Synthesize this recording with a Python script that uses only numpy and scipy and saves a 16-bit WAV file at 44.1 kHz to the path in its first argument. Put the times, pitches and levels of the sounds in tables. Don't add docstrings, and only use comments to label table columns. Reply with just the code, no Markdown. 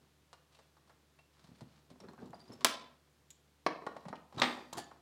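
import sys
import numpy as np
from scipy import signal
from scipy.fft import rfft, irfft, next_fast_len
from scipy.io import wavfile
from scipy.ndimage import uniform_filter1d

SR = 44100
rng = np.random.default_rng(int(sys.argv[2]) if len(sys.argv) > 2 else 0)


def generate_wav(signal):
    frames = np.transpose(np.atleast_2d(signal))
    scaled = np.clip(frames, -1, 1) * 32767
    pcm = np.round(scaled).astype(np.int16)
    wavfile.write(sys.argv[1], SR, pcm)


N = 221117
TIME = np.arange(N) / SR
BLOW_TIME = TIME[:SR // 5]
BLOW_HZ = np.maximum(np.fft.rfftfreq(len(BLOW_TIME), 1 / SR), 1)

EDGES = np.geomspace(560, 18000, 33) - 500
CENTRES, WIDTHS = np.sqrt(EDGES[1:] * EDGES[:-1]), np.diff(EDGES)
BANDS = [signal.butter(2, pair, "band", fs=SR, output="sos") for pair in zip(EDGES, EDGES[1:])]

# start in seconds, level in dB.
CLATTER = [(4.4185, -19.5), (4.4206, -26.5), (4.432, -26)]
# frequency in Hz, relative level in dB, t60 in seconds.
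PLATE_MODES = [(159.9, 1, 0.3), (322.2, 0.5, 0.47), (605, -5.5, 0.4), (733, -4.5, 0.47), (947, -5.5, 0.6),
               (1059, -4, 0.35), (1868, -1, 0.22), (2180, -13.5, 0.3), (2900, -9.5, 0.34),
               (3290, -15.5, 0.3), (3990, -8, 0.41), (4170, -8, 0.45), (5530, -6.5, 0.38)]
# start in seconds, level in dB.
THUMPS = [(1.443, -57), (1.489, -52.5), (1.515, -50.5), (1.617, -42), (1.912, -49.5), (2.228, -42.5),
          (2.3, -49.5), (2.498, -45), (4.061, -40.5), (4.096, -45), (4.371, -37), (4.775, -45)]
# frequency in Hz, level per Hz in dB.
DRAG_COLOUR = [(59, -36), (120, -9), (335, -5), (502, -14), (720, -1), (900, -11.5), (1330, -17),
               (1720, -12), (2370, -20.5), (3120, -15), (4200, -13.5), (5200, -19.5), (7500, -17),
               (10000, -22.5), (16000, -36)]


def from_db(db):
    return 10 ** (np.asarray(db) / 20)


def unit(x):
    return x / np.sqrt(np.sum(x ** 2) + 1e-30)


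def rms_one(x):
    return unit(x) * np.sqrt(len(x))


def per_band(points):
    hz, value = np.transpose(points)
    return np.interp(np.log(CENTRES), np.log(hz), value)


def gain_at(colour, f):
    hz, db = np.transpose(colour)
    return from_db(np.interp(np.log(f), np.log(hz), db)) * np.minimum(f / hz[0], 1) ** 2


def add(out, s, sound):
    at = max(round(s * SR), 0)
    out[at:at + len(sound)] += sound[:max(N - at, 0)]


def drift(per_s, t):
    knots = rng.standard_normal(2000)
    return np.interp(t * per_s, np.arange(len(knots)), knots)


def causal(gain):
    cepstrum = irfft(np.log(gain + 1e-9))
    half = len(cepstrum) // 2
    cepstrum[1:half] *= 2
    cepstrum[half + 1:] = 0
    return np.exp(rfft(cepstrum))


def coloured(excitation, colour):
    size = next_fast_len(N)
    gain = gain_at(colour, np.maximum(np.fft.rfftfreq(size, 1 / SR), 1))
    return rms_one(irfft(rfft(excitation, size) * gain, size)[:N])


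def catches(per_s, spread_db):
    sizes = from_db(spread_db * np.minimum(rng.exponential(1, N), 4)) * rng.standard_normal(N)
    return sizes * (rng.random(N) < per_s / SR)


def stroke(s, length_s, attack_s, release_s):
    age = TIME - s
    return np.clip(age / attack_s, 0, 1) * np.exp(-np.clip((age - length_s) / release_s, 0, 30))


def blow(gain, t60, evenness_hz=350):
    burst = rfft(rng.standard_normal(len(BLOW_TIME)) * from_db(-60 * BLOW_TIME / max(t60, .004)))
    local = np.sqrt(uniform_filter1d(np.abs(burst) ** 2, int(evenness_hz / BLOW_HZ[1])))
    return np.sqrt(SR / 250) * unit(irfft(burst * causal(gain / local)))


def impacts(contacts, colour, t60):
    out = np.zeros(N)
    for s, db, limit_hz in contacts:
        gain = gain_at(colour, BLOW_HZ) / np.hypot(1, (BLOW_HZ / limit_hz) ** 2)
        add(out, s, from_db(db) * blow(gain, t60))
    return out


def dulled(contacts, limit_hz, dulling):
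    hardest = max(db for _, db in contacts)
    return [(s, db, limit_hz * from_db(dulling * (db - hardest))) for s, db in contacts]


def ringing(contacts, modes, damping, longest_s=0.6):
    clicks, out = np.full(N, 1e-18), np.zeros(N)
    for s, db, *_ in contacts:
        add(clicks, s, from_db([db]))
    for k, (hz, db, t60) in enumerate(modes):
        r = from_db(-60 * damping / (min(t60, longest_s) * SR))
        w = 2 * np.pi * hz / SR
        rung = signal.lfilter([0, np.sin(w)], [1, -2 * r * np.cos(w), r * r], clicks)
        out += (-1) ** k * from_db(db) * rung
    return out


def background():
    # frequency in Hz, relative level in dB.
    partials = [(73.3, 0.5), (146.3, -1.5), (291.5, -11), (372, -13), (495.3, -12.5)]
    # frequency in Hz, level per Hz in dB.
    hiss_colour = [(35, -27), (60, -14.5), (149, 1), (193, -5), (371, -6.5), (666, -10.5), (1060, -12),
                   (2470, -16), (4030, -16.5), (14600, -27.5), (16000, -31)]
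    hum_db, waver_db, wavers_per_s, hiss_db = -76, 1.5, 1.2, -72.5
    hum = sum(from_db(db) * np.sqrt(2) * np.sin(2 * np.pi * (hz * TIME + rng.random())) for hz, db in partials)
    swell = from_db(hum_db + waver_db * drift(wavers_per_s, TIME))
    return swell * hum + from_db(hiss_db) * coloured(rng.standard_normal(N), hiss_colour)


def dying_noise(gains, t60s, t):
    white = rng.standard_normal((len(BANDS), len(t)))
    fades = from_db(np.maximum(-60 * t / np.maximum(t60s, .002)[:, None], -200))
    return sum(g * unit(signal.sosfilt(sos, w)) for g, sos, w in zip(gains, BANDS, white * fades))


def evened(response, narrow_hz=70, wide_hz=400):
    spectrum = rfft(response)
    hz = np.fft.rfftfreq(len(response), 1 / SR)
    power = np.abs(spectrum) ** 2
    narrow, wide = (np.abs(uniform_filter1d(power, int(width / hz[1]))) + 1e-9 for width in (narrow_hz, wide_hz))
    diffuse = np.clip(hz / wide_hz - .5, 0, 1)
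    return irfft(spectrum * causal((wide / narrow) ** (diffuse / 2)))


def workshop(x, wet_db=-5.5, delay_s=0.011, uneven_db=3.0, clumps_per_s=300):
    # frequency in Hz, t60 in seconds.
    room_t60 = [(100, 0.85), (250, 0.62), (600, 0.52), (1500, 0.43), (4000, 0.41), (8000, 0.28),
                (15000, 0.19)]
    # frequency in Hz, level per Hz in dB.
    room_colour = [(100, -10), (170, -2), (240, 2), (450, -1.5), (750, -2.5), (1500, -2), (4000, -3.5),
                   (8000, -8.5), (15000, -10.5)]
    early_db, early_t60_s, early_delay_s = -13, 0.24, 0.004
    t, response = TIME[:SR], np.zeros(2 * SR)
    gains = from_db(per_band(room_colour)) * np.sqrt(2 * WIDTHS / SR)
    clumps = rms_one(from_db(uneven_db * drift(clumps_per_s, t)))
    early = dying_noise(gains, np.full(len(BANDS), early_t60_s), BLOW_TIME)
    add(response, early_delay_s, from_db(early_db) * early)
    add(response, delay_s, from_db(wet_db) * clumps * dying_noise(gains, per_band(room_t60), t))
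    return signal.fftconvolve(x, evened(response))[:N]


def hand_effort():
    # start in seconds, length in seconds, pressure rumble in dB and friction in dB, both before the
    rubs = [(0.0, 0.012, -63.5, -71), (0.506, 0.11, -77, -66.5), (0.726, 0.2, -80, -85),
            (1.325, 0.44, -78, -68), (1.881, 0.045, -63, -79), (1.999, 0.11, -55.5, -72.5),
            (2.169, 0.11, -54, -67), (2.331, 0.17, -64, -66.5), (2.472, 0.079, -55.5, -61),
            (2.555, 0.11, -60, -63.5), (3.878, 0.24, -63.5, -69.5), (4.333, 0.036, -52, -60),
            (4.715, 0.053, -57.5, -60.5)]
    attack_s, release_s = 0.022, 0.04
    shapes = [(stroke(s, length, attack_s, release_s), press, drag) for s, length, press, drag in rubs]
    pressure = np.max([shape * from_db(db) for shape, db, _ in shapes], axis=0)
    friction = np.max([shape * from_db(db) for shape, _, db in shapes], axis=0)
    return pressure, friction


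def rubbing(pressure, friction, rumble_db=-3, friction_db=-7.5, unsteady_db=3):
    # frequency in Hz, level per Hz in dB.
    friction_colour = [(200, -12), (450, -5), (1100, 2.5), (2300, -4.5), (4500, -3.5), (8000, -16),
                       (16000, -43.5)]
    rumble_colour = [(53, -31), (90, -6.5), (180, -3.5), (230, 3), (290, -9.5), (371, -1), (444, -10.5),
                     (700, -15), (1100, -16.5), (1600, -35), (3000, -78.5)]
    grains = coloured(catches(per_s=2300, spread_db=3.0), friction_colour)
    bench = coloured(rng.standard_normal(N), rumble_colour)
    unsteady = from_db(unsteady_db * drift(55, TIME))
    rumble = from_db(rumble_db) * pressure * bench
    return unsteady * (rumble + from_db(friction_db) * friction * grains)


def thumps(t60=0.039):
    # frequency in Hz, level per Hz in dB.
    thump_colour = [(60, -24), (110, -2.5), (170, 3.5), (240, -4), (400, -17.5), (900, -23.5), (3000, -45),
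                    (16000, -88)]
    out = np.zeros(N)
    for s, db in THUMPS:
        add(out, s, from_db(db) * blow(gain_at(thump_colour, BLOW_HZ), t60))
    return out


def grazes(friction, count=70):
    above_db, spread_db, mean_hz, edge_db = 6, 3.5, 1200, -5
    out = []
    for k, (when, size, spot) in enumerate(rng.random((count, 3))):
        at = int((k + when) / count * N)
        db = 20 * np.log10(friction[at] + 1e-9) + above_db + spread_db * (2 * size - 1)
        out.append((at / SR, db, mean_hz * 2 ** (2 * spot - 1), edge_db))
    return out


def taps(touches, level_db=-2.0, bass_db=-2, treble_db=2.5, resonance_db=6, resonance_octaves=0.51):
    # frequency in Hz, level per Hz in dB.
    tap_colour = [(90, -5.5), (170, 5), (350, 8), (700, 7.5), (1100, 5), (1700, -4), (2700, -2.5),
                  (4200, 6), (6000, -3), (9000, -4.5), (16000, -35.5)]
    firm_db, bass_loss = -36, 1
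    firm_t60_s, grip_db = 0.042, 20.5
    out = np.zeros(N)
    for s, db, hz, edge_db in touches:
        lightness = np.clip(firm_db - db, -10, 20)
        bass = db + bass_db - bass_loss * max(lightness, 0)
        resonance = np.exp(-(np.log2(BLOW_HZ / hz) / resonance_octaves) ** 2)
        spot = gain_at(tap_colour, BLOW_HZ) * from_db(resonance_db * resonance)
        weights = [(60, bass), (280, bass), (550, db), (1900, db), (3800, db + edge_db + treble_db)]
        gain = unit(spot) * gain_at(weights, BLOW_HZ)
        burst = blow(unit(gain), firm_t60_s * 2 ** (lightness / grip_db))
        add(out, s, from_db(level_db) * np.linalg.norm(gain) * burst)
    return out + from_db(-34) * ringing(touches, PLATE_MODES, damping=1.3, longest_s=.4)


def wire(tick_db=-3):
    # start in seconds, level in dB before tick_db, t60 in seconds.
    ticks = [(2.1334, -67, 0.015), (2.259, -70, 0.012), (2.306, -65, 0.012), (2.5303, -57, 0.049),
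             (3.3041, -50.5, 0.041), (4.3985, -44, 0.019), (4.7318, -41.5, 0.01), (4.738, -53, 0.01)]
    # frequency in Hz, level per Hz in dB.
    tick_colour = [(90, -37), (1500, -17), (3700, -2), (4800, -13), (7300, 0), (9200, -16), (11500, -10.5),
                   (16000, -25.5)]
    # start in seconds, frequency in Hz, level in dB, t60 in seconds.
    pings = [(0.331, 2830, -63.5, 0.13), (0.55, 2700, -68, 0.12), (1.191, 2716, -60.5, 0.11),
             (2.004, 5520, -52.5, 0.024), (2.086, 4190, -58, 0.04), (3.305, 7620, -49, 0.022),
             (3.311, 6900, -47.5, 0.018), (4.843, 6950, -50, 0.018)]
    drag_s, drag_length_s, drag_db = 4.768, 0.02, -47.5
    speed = stroke(drag_s, drag_length_s, attack_s=0.009, release_s=0.018)
    out = from_db(drag_db) * speed * coloured(catches(per_s=4000, spread_db=3.0), DRAG_COLOUR)
    for s, db, t60 in ticks:
        add(out, s, from_db(db + tick_db) * blow(gain_at(tick_colour, BLOW_HZ), t60))
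    for s, hz, db, t60 in pings:
        add(out, s, from_db(db - 60 * BLOW_TIME / t60) * np.sin(2 * np.pi * hz * BLOW_TIME))
    return out


def snags(ring_db=-21, t60=0.016):
    # start in seconds, level in dB before the trims below.
    twists = [(4.7738, -40), (4.7814, -34.5), (4.789, -39), (4.7988, -42)]
    # frequency in Hz, relative level in dB, t60 in seconds.
    wire_modes = [(1733, -4, 0.4), (3455, -5, 0.35), (4160, -2.5, 0.22), (4624, -2.5, 0.24),
                  (6374, -3.5, 0.27), (6912, -4, 0.25), (8107, -8, 0.22), (9426, -3, 0.24)]
    out = from_db(ring_db) * ringing(twists, wire_modes, damping=1.3)
    for s, db in twists:
        add(out, s, from_db(db - 5) * blow(gain_at(DRAG_COLOUR, BLOW_HZ), t60))
    return out


def squeaks(overtone_db=-17, stutter_db=3.0):
    # start in seconds, length in seconds, starting frequency in Hz, level in dB.
    slips = [(2.331, 0.012, 861, -46.5), (2.338, 0.014, 660, -50), (2.343, 0.012, 4900, -58),
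             (2.401, 0.01, 4630, -59), (2.412, 0.011, 4750, -57.5), (2.44, 0.009, 4680, -63.5),
             (2.477, 0.016, 4920, -63.5), (2.52, 0.01, 5270, -54.5), (2.534, 0.011, 5300, -54.5),
             (4.3825, 0.0042, 3920, -39.5), (4.3987, 0.003, 3790, -28)]
    sag_hz_per_s = 3500
    waver = 0.015
    out = np.zeros(N)
    for s, length, hz, db in slips:
        t = TIME[:int(length * SR)]
        pitch = (hz - sag_hz_per_s * t) * (1 + waver * drift(970, t))
        phase = 2 * np.pi * np.cumsum(pitch) / SR
        swell = np.sin(np.pi * (t / length) ** 0.69) * rms_one(from_db(stutter_db * drift(350, t)))
        add(out, s, from_db(db) * swell * (np.sin(phase) + from_db(overtone_db) * np.sin(2 * phase)))
    return out


def scrapes(swell_skew=0.5):
    # start in seconds, length in seconds, starting resonance in Hz,
    # its glide in octaves, level in dB.
    passes = [(1.958, 0.012, 1000, -1.5, -65), (2.024, 0.043, 405, 0.2, -59),
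              (2.034, 0.03, 1180, 0.29, -65), (2.085, 0.015, 1680, -0.62, -62.5),
              (2.185, 0.016, 1610, -0.1, -62.5), (2.215, 0.04, 452.5, -0.17, -57),
              (2.497, 0.014, 622.6, -1.3, -56.5), (2.517, 0.035, 450.4, 0.38, -59.5),
              (2.607, 0.031, 1197, -0.45, -59), (4.154, 0.02, 3180, -0.5, -62),
              (4.389, 0.02, 1145, -0.033, -47.5), (4.737, 0.053, 1030, -0.07, -56.5),
              (4.769, 0.044, 780, 0.28, -50.5)]
    relative_width = 0.2
    out, grains = np.zeros(N), catches(per_s=2500, spread_db=0.0)
    for s, length, hz, glide, db in passes:
        t = TIME[:int(length * SR)]
        turn = np.exp(2j * np.pi * np.cumsum(hz * 2 ** (glide * t / length)) / SR)
        r = np.exp(-np.pi * relative_width * hz / SR)
        drive = grains[int(s * SR):][:len(t)]
        rung = np.real(turn * signal.lfilter([1], [1, -r], drive / turn))
        rung = signal.sosfilt(signal.butter(2, 2 * hz, fs=SR, output="sos"), rung)
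        add(out, s, from_db(db) * rms_one(rung * np.sin(np.pi * (t / length) ** swell_skew)))
    return out


def bench_top(bounces):
    # frequency in Hz, relative level in dB, t60 in seconds.
    bench_modes = [(205, -16.5, .45), (246.9, 4, 0.8), (365, -3, 0.45)]
    struck = from_db(-23.5) * ringing(bounces, bench_modes, damping=1.9, longest_s=0.94)
    return struck + from_db(-26.0) * ringing(THUMPS, bench_modes, damping=2.0, longest_s=0.98)


def sizzle():
    # frequency in Hz, level per Hz in dB.
    sizzle_colour = [(3000, -12), (5000, 7.5), (7000, 3.5), (8300, 1), (10000, -7), (12000, -5),
                     (13000, -14), (16000, -15)]
    motion = stroke(CLATTER[0][0], length_s=0.036, attack_s=0.028, release_s=0.082)
    return from_db(-56) * motion * coloured(catches(per_s=8000, spread_db=2.5), sizzle_colour)


def rattle(count=11, uneven=0.15, uneven_db=-0.5):
    first_db, fall_db = -28, 4
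    first_gap_s, widening = 0.0075, 1.15
    chance = rng.standard_normal((count, 2))
    gaps = first_gap_s * widening ** np.arange(count) * np.exp(uneven * chance[:, 0])
    ages = np.cumsum(gaps)
    levels = first_db - fall_db * np.log2(ages / ages[0]) + uneven_db * chance[:, 1]
    return list(zip(CLATTER[-1][0] + ages, levels))


def spanner(bounces):
    # frequency in Hz, level per Hz in dB.
    slide_colour = [(150, 10), (300, -0.5), (600, 3), (1150, 7), (2000, -12), (3000, -8), (3900, -9),
                    (5500, -11.5), (9000, -27), (16000, -39)]
    clatter_colour = [(70, -39), (150, -18.5), (250, -5), (370, -6.5), (480, -9.5), (650, -9.5), (800, -4),
                      (1040, -8), (1250, -5.5), (1500, -12), (1900, -6), (2750, -13), (3700, -9),
                      (7800, -31), (16000, -55)]
    # frequency in Hz,
    # relative level in dB, t60 in seconds.
    spanner_modes = [(650, -5, 0.55), (754, -4.5, 0.49), (896, -12, 0.32), (1222, -7, 0.5), (1280, -1, 0.3),
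                     (1860, -4, 0.37), (1890, -2, 0.47), (2476, -8, 0.3), (3278, -8, 0.3),
                     (3370, -13, 0.34), (3570, -13, 0.45), (3838, -7, 0.39), (4382, -15, 0.32)]
    steel_ring = [(4705, 6.5, 0.85), (5243, -3, .5), (5959, -2, .36), (6670, -3, .34), (8258, 11, 0.29),
                  (11477, -6, 0.55), (12204, -6, 0.55), (13749, -11, 0.7), (15340, -13, 0.55)]
    slide_s, slide_length_s, slide_db = 4.373, 0.044, -42.5
    speed = stroke(slide_s, slide_length_s, attack_s=0.01, release_s=0.0028)
    slide = from_db(slide_db) * speed * coloured(catches(per_s=5000, spread_db=2.0), slide_colour)
    body = from_db(-28.0) * ringing(bounces, spanner_modes, damping=0.97, longest_s=1.0)
    steel = from_db(-43) * ringing(bounces[:1], steel_ring, damping=1, longest_s=.9)
    hits = impacts(dulled(bounces, limit_hz=13400, dulling=0.89), clatter_colour, t60=0.033)
    return slide + hits + body + steel


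def knock():
    # start in seconds, level in dB.
    bumps = [(3.6638, -23), (3.6668, -26.5), (3.6905, -45), (3.708, -42.5), (3.749, -52), (3.821, -46.5)]
    # frequency in Hz, level per Hz in dB.
    knock_colour = [(70, -18), (110, -18), (160, 1), (225, -12.5), (330, 0.5), (480, 2.5), (600, 0),
                    (850, -0.5), (1100, 4), (1350, -10.5), (2100, -6.5), (3600, -20.5), (4300, -13),
                    (5600, -19.5), (7200, -35.5), (10000, -33.5), (16000, -50)]
    thuds = impacts(dulled(bumps, limit_hz=12940, dulling=0.77), knock_colour, t60=0.031)
    return thuds + from_db(-28.0) * ringing(bumps, PLATE_MODES, damping=1.9)


def snip():
    # start in seconds, level in dB,
    # brightness limit in Hz.
    cuts = [(2.608, -52, 5895), (2.616, -56, 3945), (2.6465, -18.5, 17280), (2.6495, -23, 3370)]
    # frequency in Hz, level per Hz in dB.
    snip_colour = [(70, -18.5), (170, -5), (240, -3), (320, -10), (550, -1), (820, -3), (1050, 0),
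                   (1350, -3.5), (2400, -6), (3900, -1), (5500, -5), (9000, -11), (15000, -14.5),
                   (16500, -22)]
    crack_colour = [(3000, -14.5), (6000, -3.5), (9000, 0), (16000, -9)]
    shudder_colour = [(100, -13), (220, -7.5), (350, -7), (590, 4), (760, -3), (1080, 3), (1500, -7.5),
                      (2200, -7), (3800, -6), (6000, -15.5), (16000, -29)]
    # frequency in Hz, relative level in dB, t60 in seconds.
    cutter_modes = [(1354, -0.5, 0.4), (1604, 1, 0.27), (1880, -5.5, 0.3), (2380, -3.5, 0.3),
                    (3338, -3.5, 0.3), (3580, -1.5, 0.33), (4253, -3, 0.28), (4700, -6, 0.26),
                    (5491, -5.5, 0.28), (5900, -8.5, 0.33), (6900, -9, 0.2), (9930, -8, 0.14)]
    crack_db, crack_t60_s = -27, 0.0066
    shudder_db, shudder_t60_s = -27, 0.12
    jaws = impacts(cuts, snip_colour, t60=0.023)
    out = jaws + from_db(-29) * ringing(cuts, cutter_modes, damping=2.1, longest_s=.35)
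    shudder = from_db(shudder_db) * blow(gain_at(shudder_colour, BLOW_HZ), shudder_t60_s)
    add(out, cuts[-1][0], shudder)
    loudest = max(cuts, key=lambda row: row[1])
    add(out, loudest[0], from_db(crack_db) * blow(gain_at(crack_colour, BLOW_HZ), crack_t60_s))
    return out


def scene():
    # start in seconds, level in dB, main resonance in Hz,
    # edge of bare steel in dB; levels and edge are before the trims in taps().
    touches = [(0.33, -45.5, 1280, -7.5), (0.548, -57, 2790, -3.5), (0.589, -50, 444, -15),
               (0.767, -55.5, 1170, -14.5), (0.875, -62, 1200, -6), (0.896, -51, 1440, -15.5),
               (1.189, -52.5, 2260, -14), (1.441, -57.5, 710, -2.5), (1.608, -47, 760, -8.5),
               (1.902, -50, 420, -8.5), (2.002, -47.5, 400, -9), (2.086, -48.5, 940, -14.5),
               (2.134, -50.5, 1100, -21), (2.179, -49.5, 900, -26), (2.331, -41, 800, -28),
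               (2.516, -46.5, 464, -30.5), (3.8655, -35, 1120, -15.5), (3.8685, -27.5, 1180, -28.5),
               (3.965, -36.5, 704, -20.5), (4.054, -40.5, 723, -23), (4.084, -38.5, 810, -13),
               (4.128, -31.5, 1006, -37.5), (4.325, -47, 890, -17), (4.728, -37, 890, -6.5),
               (4.913, -43.5, 1274, -22)]
    bounces = list(CLATTER) + rattle()
    pressure, friction = hand_effort()
    handling = taps(list(touches) + grazes(friction)) + rubbing(pressure, friction) + thumps()
    handling = handling + wire() + snags() + squeaks() + scrapes()
    work = snip() + knock() + spanner(bounces) + sizzle() + bench_top(bounces) + handling
    return (work + workshop(work) + background())[None]


def record(dry):
    return signal.sosfilt(signal.ellip(10, .1, 80, 16200, fs=SR, output="sos"), dry)


dry = scene()
out = record(dry)
generate_wav(out)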